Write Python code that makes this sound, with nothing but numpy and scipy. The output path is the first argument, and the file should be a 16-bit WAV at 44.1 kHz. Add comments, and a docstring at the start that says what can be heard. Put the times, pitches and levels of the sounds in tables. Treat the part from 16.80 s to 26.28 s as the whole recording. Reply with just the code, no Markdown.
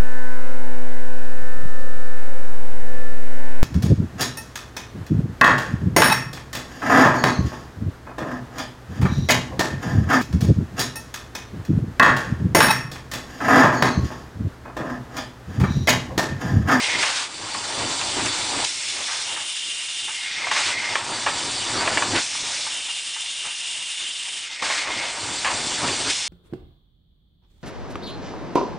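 """Firing a steam locomotive

In the cab the fire roars, the running gear throbs ever faster and steam hisses in the pipework.
Air works the firebox doors: it spits into their cylinder, hisses while they stand open, then whistles
and blows off as they shut. Ironwork knocks and a shovel clanks between close steel walls."""
import sys
import numpy as np
from scipy import signal
from scipy.fft import rfft, irfft, next_fast_len
from scipy.io import wavfile
from scipy.ndimage import uniform_filter1d

SR = 44100
rng = np.random.default_rng(int(sys.argv[2]) if len(sys.argv) > 2 else 0)


def master(y):
    """Save y as 16-bit WAV."""
    cut = np.clip(np.atleast_2d(y).T, -1, 1)
    pcm = np.round(cut * 32767)  # scale
    wavfile.write(sys.argv[1], SR, pcm.astype(np.int16))


N = 418068
TIME = np.arange(N) / SR
TREBLE_HZ = (2550, 9500)


def amp(db):
    """Decibels to gain."""
    return 10 ** (np.asarray(db) / 20)


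def unit_rms(x):
    """Scales to an rms of 1."""
    return x / np.sqrt(np.mean(x ** 2) + 1e-20)


def add(mix, s, sound):
    """Mixes a sound in at s seconds."""
    part = mix[max(round(s * SR), 0):][:len(sound)]
    part += sound[:len(part)]


def turbulence(tone, rings, patchy_db, flicker_db, band_hz=TREBLE_HZ):
    """Flow noise with patchy eddies and a shared flicker, coloured by resonances; rms 1 in band_hz."""
    shape = (N // 128 + 5, 257)  # frames, bands
    real, imag, patches = rng.standard_normal((3, *shape))
    patches = uniform_filter1d(patches, size=14, axis=0)
    patches = unit_rms(uniform_filter1d(patches, size=9, axis=1))
    flicker = unit_rms(uniform_filter1d(rng.standard_normal(shape[0]), size=7))
    eddies = (real + 1j * imag) * amp(patchy_db * patches + flicker_db * flicker[:, None])
    noise = signal.istft(eddies.T, nperseg=512, noverlap=384)[1][:N]
    size = next_fast_len(N)
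    hz = np.fft.rfftfreq(size, 1 / SR)
    tone_hz, tone_db = np.transpose(tone)
    colour_db = np.interp(np.log(hz + 1), np.log(tone_hz), tone_db)
    lift_db = sum(db / (1 + (2 * (hz - f) / width) ** 2) for f, width, db in rings)
    spectrum = rfft(noise, size) * amp(colour_db + lift_db)
    band_rms = np.sqrt(2) * np.linalg.norm(spectrum[(hz > band_hz[0]) & (hz < band_hz[1])]) / size
    return irfft(spectrum, size)[:N] / band_rms


def flow(spells, rise_s, fall_s, onset_db, settle_s, sag_db_per_s=0):
    """Flow envelope: each spell opens onset_db off its level, settles, sags with pressure and closes."""
    power = np.zeros(N)
    for start, end, db in spells:
        opening = np.clip((TIME - start) / rise_s + .5, 0, 1)
        closing = np.clip((end - TIME) / fall_s + .5, 0, 1)
        age = np.clip(TIME - start, 0, end - start)
        level_db = db + onset_db * np.exp(-age / settle_s) - sag_db_per_s * age
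        power += opening * closing * amp(level_db) ** 2
    return np.sqrt(power)


def struck_metal(hits, modes, contact, top_hz):
    """Each hit is a sharp contact and a dying rattle that ring the damped modes of the metal."""
    out, t = np.zeros(N), np.arange(SR // 2) / SR
    hz = np.fft.rfftfreq(len(t), 1 / SR)
    body = sum((-1) ** k * amp(db) / (1 + 2j * (hz - f) / width)
               for k, (f, width, db) in enumerate(modes))
    body = body / (1 + 1j * hz / top_hz) ** 2 * hz / (hz + 260)  # roll off top and bass
    for s, db, t60, tilt_db in hits:
        decay = amp(-60 * t / t60)
        drive = rng.standard_normal(len(t)) * decay
        drive[0] += contact
        brightness = amp(tilt_db * np.log2(hz / 1400 + .1))
        ring = irfft(rfft(drive) * body * brightness, len(t))
        add(out, s, amp(db) * ring * np.linalg.norm(decay) / np.linalg.norm(ring))
    return out


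def cab_echo(x, t60, wet_db):
    """Close steel walls give a short, dense echo."""
    t = np.arange(SR // 2) / SR
    echoes_per_s, gap_s = 2000, .004
    taps = rng.choice([-1., 1.], len(t)) * (rng.random(len(t)) < echoes_per_s / SR) * (t > gap_s)
    tail = taps * amp(-60 * t / t60)
    return x + amp(wet_db) * signal.fftconvolve(x, tail / np.linalg.norm(tail))[:N]


def gear_beat():
    """One swell from 0 to 1 per beat of the running gear, quickening as the engine gathers speed."""
    beats_per_s, speedup_per_s2, width_beats = 2.598, .0945, .21
    t = TIME - 1.03  # a beat lands at t = 0
    beats = beats_per_s * t + .5 * speedup_per_s2 * t ** 2
    return np.exp(-((beats - np.round(beats)) / width_beats) ** 2)


def heave(beat_db, column):
    """Envelope of the rumble (column 1) or roar (column 2): a slow bed, the beat and the lurches."""
    # fire and running gear, far lower with the doors open: (time [s], rumble gain [dB], roar gain [dB])
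    bed = [(0, -46, -36.5), (.3, -51, -31.5), (.47, -51.5, -42.5), (1.0, -39.5, -33.5), (1.84, -41, -34),
           (1.87, -55, -48), (2.55, -56.5, -39.5), (2.8, -62.5, -54), (3.53, -60.5, -49.5),
           (3.64, -50.5, -36.5), (5.38, -38.5, -35.5), (5.43, -53, -47), (5.82, -57, -41),
           (6.15, -65.5, -52.5), (7.79, -65, -53), (7.83, -52, -37), (9.3, -35.5, -34), (9.35, -56.5, -46)]
    # heavy lurches of the engine: (middle [s], length [s], rumble gain [dB], roar gain [dB])
    lurches = [(0.165, .08, -33, -45), (1.034, 0.048, -37, -47), (1.405, 0.096, -31.5, -32),
               (1.78, 0.089, -36, -31), (2.18, 0.058, -46, -32.5), (4.314, 0.39, -44.5, -35),
               (4.978, 0.035, -29, -45), (5.097, 0.26, -39, -27), (5.347, 0.053, -26, -33),
               (5.73, 0.066, -60, -36), (6.658, 0.041, -53, -42), (8.1, 0.037, -41, -34),
               (9.055, 0.062, -32.5, -29)]
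    curve = np.transpose(bed)
    power = amp(np.interp(TIME, curve[0], curve[column]) + beat_db * gear_beat()) ** 2
    for s, length, *db in lurches:
        power += amp(db[column - 1]) ** 2 * np.exp(-(2 * (TIME - s) / length) ** 2)
    return np.sqrt(power)


def fire_and_gear():
    """A throbbing rumble under the lumpy roar of the draught."""
    # colour of the rumble and of the draught: (frequency [Hz], level [dB])
    rumble_tone = [(26, -11), (51, -9.5), (71, -8), (89, -3), (111, 2.5), (151, -6.5), (204, -3.5),
                   (277, 2), (381, 1), (501, -6.5), (801, -8), (2001, -55.5)]
    draught_tone = [(151, -28), (351, -18), (521, -2.5), (701, 1), (901, 1), (1101, 0.5), (1401, 0),
                    (1901, -1.5), (2601, -4), (5001, -15), (9900, -52)]
    # firebox resonances: (frequency [Hz], width [Hz], lift [dB])
    firebox = [(860, 34, 5.5), (950, 65, 5.5), (1160, 90, 1)]
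    rumble = turbulence(rumble_tone, [], patchy_db=1.73, flicker_db=1, band_hz=(60, 400))
    roar = turbulence(draught_tone, firebox, patchy_db=2, flicker_db=1.15, band_hz=(570, 1450))
    rumble *= amp(-1.53) * heave(beat_db=6, column=1)
    roar *= amp(-1.5) * heave(beat_db=1, column=2)
    return rumble + roar


def steam_hiss():
    """A steady steam hiss rings in the pipework; its level swells back up after each blow-off."""
    # spells when the hiss is heard: (start [s], end [s], level [dB])
    spells = [(.45, 1.855, -26.5), (3.97, 5.39, -27), (8.1, 9.315, -26)]
    # colour of the steam: (frequency [Hz], level [dB])
    tone = [(610, -18.5), (1510, -15.5), (2310, -10.5), (3310, -9), (4310, -8), (4910, -8.5), (5210, -9.5),
            (6210, -9), (6810, -12), (7610, -9), (8810, -12), (9410, -15), (9990, -23)]
    # pipe resonances: (frequency [Hz], width [Hz], lift [dB])
    rings = [(2180, 45, 6), (2880, 35, 6), (3040, 45, 6.5), (3470, 45, 9.5), (3572, 60, 7.5), (3760, 35, 4),
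             (4012, 50, 4.5), (4220, 40, 4.5), (4530, 40, 5), (4598, 50, 8), (4750, 40, 4), (5370, 50, 3.5),
             (7162, 50, 10), (7490, 140, 3), (8120, 80, 3.5), (8780, 50, 8)]
    gain = flow(spells, rise_s=.03, fall_s=.014, onset_db=-13.5, settle_s=.29)
    return gain * turbulence(tone, rings, patchy_db=1.3, flicker_db=.6)


def steam_chirp(at_s=4.995, length_s=.045, level_db=-27, centre_hz=4580, width_hz=260):
    """A short, breathy squeal of steam in the pipework."""
    band = signal.butter(2, [centre_hz - width_hz / 2, centre_hz + width_hz / 2], "bandpass", fs=SR)
    squeal = unit_rms(signal.lfilter(*band, rng.standard_normal(N)))
    return amp(level_db) * squeal * np.exp(-(2 * (TIME - at_s) / length_s) ** 2)


def shovel():
    """The blade clanks in the coal and on the fire hole."""
    # shovel strokes: (time [s], level [dB], rattle t60 [s], brightness [dB/octave])
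    scoops = [(2.281, -30, 0.57, 3), (2.5632, -30, 0.23, 2), (3.2785, -32, 0.17, 0),
              (3.5434, -45, .045, 13), (5.5494, -29, 0.044, -9), (5.865, -28, 0.084, -2),
              (6.0837, -39, 0.25, -4), (6.3622, -35.5, 0.15, 1), (6.6519, -38, 0.38, 0),
              (7.201, -36, 0.37, 15)]
    # blade modes: (frequency [Hz], width [Hz], level [dB])
    modes = [(425, 240, -22), (878, 84, 1.5), (1245, 140, -2), (1580, 150, -1), (2150, 340, -5.5)]
    return struck_metal(scoops, modes, contact=3, top_hz=4900)


def ironwork():
    """The doors and loose ironwork knock and rattle."""
    # knocks: (time [s], level [dB], rattle t60 [s], brightness [dB/octave])
    knocks = [(.1085, -37, 0.073, -5), (.227, -17.5, 0.16, 3.5), (.7445, -22.5, 0.08, 0),
              (1.213, -21.5, .045, 8), (1.459, -19, .075, 14), (3.6687, -21, 0.06, 2),
              (3.7135, -15, 0.076, 1.5), (3.7595, -22.5, 0.26, 4), (4.0755, -37, .045, 10),
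              (4.1545, -12.5, 0.042, 2), (4.4625, -16, 0.19, 2), (5.0755, -13, 0.038, 2),
              (5.1305, -24, 0.039, -12), (5.1728, -12, 0.052, 2), (5.2215, -14, 0.055, 2.5),
              (5.3835, -23.5, 0.04, -4), (7.8225, -23.5, .17, -3), (7.899, -21.5, 0.2, 2.5),
              (8.0715, -27.5, 0.26, -1), (8.6454, -19, 0.4, 4.5), (9.084, -22, 0.088, 7)]
    # iron modes: (frequency [Hz], width [Hz], level [dB])
    modes = [(629, 134, -0.5), (860, 56, 3.5), (1072, 57, 6.5), (1264, 210, -2), (1774, 250, -1.5),
             (2330, 310, -3), (2720, 620, -6.5)]
    return struck_metal(knocks, modes, contact=3.5, top_hz=4400)


def valve_spits():
    """Short wet puffs as the air valve cracks open."""
    # spits: (time [s], level [dB], length [s], centre [Hz])
    puffs = [(1.831, -33, 0.015, 5600), (1.8475, -18, 0.0099, 3500), (5.363, -20.5, 0.014, 2920),
             (5.373, -23.5, 0.064, 1830), (9.307, -20.5, 0.026, 3140)]
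    out, t = np.zeros(N), np.arange(-SR // 10, SR // 10) / SR
    hz = np.fft.rfftfreq(len(t), 1 / SR)
    for s, db, length, centre_hz in puffs:
        colour = amp(-5.4 * np.log2((hz + 1) / centre_hz) ** 2)
        puff = unit_rms(irfft(rfft(rng.standard_normal(len(t))) * colour, len(t)))
        add(out, s + t[0], amp(db) * puff * np.exp(-(2 * t / length) ** 2))
    return out


def air_inlet():
    """Air rushes into the door cylinder."""
    # cylinder filling: (start [s], end [s], level [dB])
    spells = [(1.855, 2.47, -28.5), (5.39, 5.92, -28), (9.315, 9.6, -27.5)]
    # colour of the rush: (frequency [Hz], level [dB])
    tone = [(610, -25.5), (1710, -13), (2310, -6), (3310, -6.5), (4210, -5), (4810, -7), (6210, -7),
            (8010, -9), (9310, -11.5), (9990, -17)]
    # inlet resonances: (frequency [Hz], width [Hz], lift [dB])
    rings = [(2172, 28, 6.5), (2872, 82, 2), (3500, 110, 6.5), (5190, 170, 6.5), (5600, 220, 4)]
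    gain = flow(spells, rise_s=.015, fall_s=.086, onset_db=3, settle_s=.077)
    return gain * turbulence(tone, rings, patchy_db=1, flicker_db=.76)


def air_leak():
    """The cylinder leaks under pressure while it holds the doors open."""
    # doors open: (start [s], end [s], level [dB])
    spells = [(2.47, 3.43, -29.5), (5.92, 7.61, -30)]
    # colour of the leak: (frequency [Hz], level [dB])
    tone = [(510, -24.5), (1510, -10), (2210, -1.5), (3210, 1.5), (3910, -1.5), (4410, -3), (5310, -1),
            (6210, -3.5), (7510, -3), (9210, -2.5), (9990, -8.5)]
    # leak resonances: (frequency [Hz], width [Hz], lift [dB])
    rings = [(2815, 130, 10.3), (3085, 110, 7.5), (3380, 70, 2.5), (3605, 160, 8.5), (3970, 120, 2.5),
             (6882, 120, 2.5), (8242, 140, 2.5)]
    gain = flow(spells, rise_s=.056, fall_s=.14, onset_db=.8, settle_s=.73)
    return gain * turbulence(tone, rings, patchy_db=.97, flicker_db=.82)


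def air_bleed():
    """Air bleeds from the released valve before and after a blow-off."""
    # valve released: (start [s], end [s], level [dB])
    spells = [(-.3, .185, -25.5), (3.43, 4.2, -31.5), (7.61, 7.83, -35), (8.02, 8.3, -31.5)]
    # colour of the bleed: (frequency [Hz], level [dB])
    tone = [(610, -24), (1510, -3), (2010, -5), (2460, 3.5), (3060, 3), (3610, 5), (4110, 0), (5410, 1),
            (6510, -5), (8510, -6), (9310, -11.5), (9990, -18)]
    gain = flow(spells, rise_s=.11, fall_s=.058, onset_db=-1.5, settle_s=.053)
    return gain * turbulence(tone, [], patchy_db=1.3, flicker_db=1)


def valve_whistle():
    """The jet at the valve flutters in a breathy whistle as the doors begin to shut."""
    # whistles: (start [s], end [s], level [dB])
    spells = [(-.6, .185, -27.5), (3.4, 4.15, -31.5), (7.76, 8.3, -33.5)]
    # colour of the note: (frequency [Hz], level [dB])
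    tone = [(1210, -38.5), (1810, -21), (1940, -13), (2000, -16), (2090, -8.5), (2190, -9), (2250, -23),
            (2410, -13), (3210, -53)]
    gain = flow(spells, rise_s=.3, fall_s=.13, onset_db=-3.5, settle_s=.17)
    return gain * turbulence(tone, [], patchy_db=.5, flicker_db=2.4, band_hz=(1960, 2300))


def blow_off():
    """The cylinder dumps its air as the doors swing together, fading as the pressure falls."""
    # blasts: (start [s], end [s], level before the sag [dB])
    spells = [(.185, .45, -18), (3.712, 3.93, -18.5), (7.822, 8.03, -20)]
    # colour of the blast: (frequency [Hz], level [dB])
    tone = [(255, -29), (610, -20), (1110, -11), (1460, -4), (2110, -3.5), (2910, -3), (4410, -3),
            (6010, -6.5), (8310, -8.5), (9990, -17)]
    # vent resonances: (frequency [Hz], width [Hz], lift [dB])
    rings = [(1110, 160, 5), (2230, 110, 1)]
    gain = flow(spells, rise_s=.0032, fall_s=.07, onset_db=-8, settle_s=.1, sag_db_per_s=35.5)
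    return gain * turbulence(tone, rings, patchy_db=.5, flicker_db=1.04)


def scene():
    """Hits and flows bounce round the cab, the same in both channels."""
    hits = cab_echo(ironwork() + shovel() + valve_spits(), t60=.24, wet_db=-12)
    engine = fire_and_gear() + steam_hiss()
    door_air = air_inlet() + air_leak() + air_bleed() + valve_whistle() + blow_off()
    flows = cab_echo(engine + door_air + steam_chirp(), t60=.1, wet_db=-17)
    return np.array([hits + flows] * 2)


def record(dry):
    """A steep low-pass takes off the top octave."""
    taps = signal.firwin(801, cutoff=10130, window=("kaiser", 9), fs=SR)
    return signal.oaconvolve(dry, taps[None], "same")


dry = scene()
out = record(dry)
master(out)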